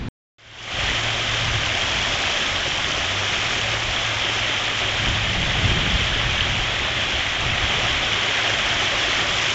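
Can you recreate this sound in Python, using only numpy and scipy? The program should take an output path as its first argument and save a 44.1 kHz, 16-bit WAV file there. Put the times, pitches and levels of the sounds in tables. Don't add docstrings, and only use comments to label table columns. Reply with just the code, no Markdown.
import sys
import numpy as np
from scipy import signal
from scipy.fft import rfft, irfft, next_fast_len
from scipy.io import wavfile
from scipy.ndimage import uniform_filter1d, map_coordinates

SR = 44100
rng = np.random.default_rng(int(sys.argv[2]) if len(sys.argv) > 2 else 0)


def generate_wav(sig):
    pcm = np.round(np.clip(np.atleast_2d(sig).T, -1, 1) * 32767).astype(np.int16)
    wavfile.write(sys.argv[1], SR, pcm)


N = 420713

# [f/Hz, level/dB]
FOAM_SPECTRUM = [(600, -31), (1200, -12), (1600, -7.5), (2000, -4), (2450, -3), (2700, -3.5), (3200, 0.4),
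                 (3500, -3.5), (3900, -10.5), (4400, -18), (7000, -48)]


def amp(db):
    return 10 ** (np.asarray(db) / 20)


def unit(x):
    return x / np.sqrt(np.mean(x ** 2) + 1e-20)


def clock():
    return np.arange(N) / SR


def curves(rows):
    times, *columns = np.transpose(rows)
    return [np.interp(clock(), times, column) for column in columns]


def wobble(rate):
    knots = rng.standard_normal(int(N * rate / SR) + 4)
    return map_coordinates(knots, [np.arange(N) * rate / SR])


def filtered(x, response):
    m = next_fast_len(N + SR // 2)
    return irfft(rfft(x, m) * response(np.fft.rfftfreq(m, 1 / SR)), m)[..., :N]


def coloured(x, spectrum):
    f, db = np.transpose(spectrum)
    return unit(filtered(x, lambda hz: amp(np.interp(np.log(hz + 1), np.log(f), db))))


def puff():
    # [f/Hz, level/dB]
    puff_spectrum = [(20, -0.5), (70, 2), (150, -3.5), (280, -9), (400, -20.5), (700, -23.5), (1500, -24.5),
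                     (3500, -28.5), (4400, -36.5), (7300, -47.5), (8100, -65.5)]
    end_s = 0.086
    return amp(-26.0) * coloured(rng.standard_normal(N), puff_spectrum) * (clock() < end_s)


def rush(patchy_db):
    bins = signal.stft(rng.standard_normal(N), nperseg=512)[2]
    field = rng.standard_normal(bins.shape)
    field = uniform_filter1d(field, size=7, axis=0)
    field = uniform_filter1d(field, size=12, axis=1)
    patchy = bins * amp(patchy_db * unit(field))
    return unit(signal.istft(patchy, nperseg=512)[1][:N])


def bubbles(count, low_hz, high_hz, cycles, spread_db, size):
    when, pitch, strength, life = rng.random((count, 4)).T[:, :, None]
    t = np.arange(size) / SR
    turns = low_hz * (high_hz / low_hz) ** pitch * t
    age = turns / (cycles * (.5 + life))
    loudness = amp(spread_db * np.minimum(-np.log(1 - strength), 5))
    phase = 2 * np.pi * turns * (1 + 0.038 * np.minimum(age, 2))
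    rings = loudness * np.exp(-2 * age) * np.sin(phase)
    at = (when * N).astype(int) + np.arange(size)
    return unit(np.bincount(at.ravel(), rings.ravel(), N)[:N])


def river():
    # [t/s, level/dB]
    rush_level = [(1.2, -25), (1.8, -24.5), (2.85, -24.5), (3.2, -24.5), (5.4, -24), (6.9, -24.5),
                  (8.7, -22.5), (9.5, -22.5)]
    # [t/s, facing]
    camera_aim = [(0.9, 0.53), (2.7, 1), (3.4, 1), (4.5, 0.012), (6.9, -1), (8.4, -0.3), (9.5, 0.7)]
    # [f/Hz, level/dB]
    churn_spectrum = [(40, -19.5), (130, -5.5), (220, -3), (370, -3.5), (450, -8.5), (560, -1.5), (700, 0),
                      (950, -3.5), (1250, 0), (1600, -5.5), (2400, -17.5), (5000, -52.5)]
    spray_spectrum = [(2500, -23.5), (3800, -4), (4500, -2.5), (5500, 1), (6500, -2), (7350, -5),
                      (7750, -13.5), (8150, -36.5)]
    churn_db, foam_db, spray_db = -6, 0.5, -11.5
    churn_turn_db, spray_turn_db = 0.6, 2

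    rush_db, = curves(rush_level)
    facing, = curves(camera_aim)
    surge_db = 0.28 * wobble(3) + .22 * wobble(7) + 0.35 * wobble(35)

    gurgle = bubbles(count=4500, low_hz=352.3, high_hz=1803, cycles=6.5, spread_db=2.0, size=900)
    fizz = bubbles(count=16000, low_hz=1420, high_hz=4150, cycles=6.6, spread_db=3.0, size=300)
    crackle = bubbles(count=12000, low_hz=3810, high_hz=8000, cycles=4.5, spread_db=3.0, size=100)

    churn = coloured(rush(patchy_db=0.47) + amp(-14.5) * gurgle, churn_spectrum)
    foam = coloured(rush(patchy_db=0.77) + amp(-11.0) * fizz, FOAM_SPECTRUM)
    spray = coloured(rush(patchy_db=0.84) + amp(-8.5) * crackle, spray_spectrum)

    churn *= amp(churn_db + churn_turn_db * facing + surge_db)
    foam *= amp(foam_db + surge_db)
    spray *= amp(spray_db + spray_turn_db * facing + surge_db)
    return amp(rush_db) * (churn + foam + spray)


def engine():
    # [t/s, f/Hz, level/dB]
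    engine_course = [(0.6, 111.7, -35.5), (1.6, 111.5, -36), (2.05, 84.6, -42.5), (2.8, 89, -50.5),
                     (3.1, 94.3, -34.5), (3.5, 110, -38.5), (4.6, 108, -39), (4.95, 106.4, -34),
                     (6.3, 109.5, -36), (7.2, 106, -40.5), (9.5, 107.3, -41)]
    hz, db = curves(engine_course)
    phase = 2 * np.pi * np.cumsum(hz + 1.3 * wobble(14)) / SR
    return amp(db + 2.5 * wobble(11)) * unit(np.sin(phase))


def gust(peak_s, length_s):
    rise = 0.38
    t = (clock() - peak_s) / length_s
    return np.exp(-np.maximum(-t / rise, t / (1 - rise)) ** 1.1 / 2)


def wind():
    # [t of peak/s, peak level/dB, time scale/s]
    gust_list = [(0.875, -33, 0.53), (1.479, -30.5, 0.2), (1.967, -30.5, 0.16), (3.368, -35, 0.18),
                 (5.086, -26.5, 0.12), (5.379, -28, 0.2), (5.718, -24, 0.58), (6.52, -30.5, 0.3),
                 (7.083, -35, 0.13), (7.455, -30, 0.18), (7.78, -30, 0.25)]
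    # [f/Hz, level/dB]
    buffet_spectrum = [(10, -12.5), (25, -2.5), (55, 2), (90, 0.5), (140, -3.5), (200, -18.5), (300, -18.5),
                       (600, -43.5), (2000, -67.5)]
    flutter_spectrum = [(50, -20), (120, -0.5), (180, -1.5), (300, -13.5), (700, -28.5), (2000, -58.5)]
    breeze_db, breeze_swing_db = -38.5, 2.3
    flutter_db, flutter_grows = -2.5, 2.1

    breeze = amp(breeze_db + breeze_swing_db * wobble(4))
    gust_power = sum((amp(db) * gust(s, length)) ** 2 for s, db, length in gust_list)
    strength = np.sqrt(breeze ** 2 + gust_power)
    strongest = strength.max()

    eddies = coloured(rng.standard_normal(N), buffet_spectrum)
    lumps = unit(amp(2.4 * wobble(18)) * eddies)
    flutter = coloured(rng.standard_normal(N), flutter_spectrum)
    flutter_strength = strongest * (strength / strongest) ** flutter_grows
    return strength * lumps + amp(flutter_db) * flutter_strength * flutter


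def splashes(t60=0.016, attack=.0005):
    # [t/s, level before attack and decay/dB, f/Hz]
    splash_list = [(2.8439, -7, 3420), (6.4077, -5, 2970)]
    out = np.zeros(N + SR)
    t = np.arange(SR // 10) / SR
    for s, db, hz in splash_list:
        ring = np.sin(2 * np.pi * hz * t)
        foam = coloured(rng.standard_normal(N), FOAM_SPECTRUM)[:len(t)]
        envelope = amp(db - 60 * t / t60) * (1 - np.exp(-t / attack))
        out[round(s * SR):][:len(t)] += envelope * (.7 * ring + .45 * foam)
    return out[:N]


def scene():
    start_s, fade_end_s, fade_from_db = 0.3835, 0.8, -28
    fade_db = np.interp(clock(), [start_s, fade_end_s], [fade_from_db, 0])
    outdoors = river() + engine() + wind() + splashes()
    mono = puff() + amp(fade_db) * (clock() > start_s) * outdoors
    return np.array([mono, mono])


def record(dry):
    top_hz = 8200
    return filtered(dry, lambda hz: hz < top_hz)


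dry = scene()
out = record(dry)
generate_wav(out)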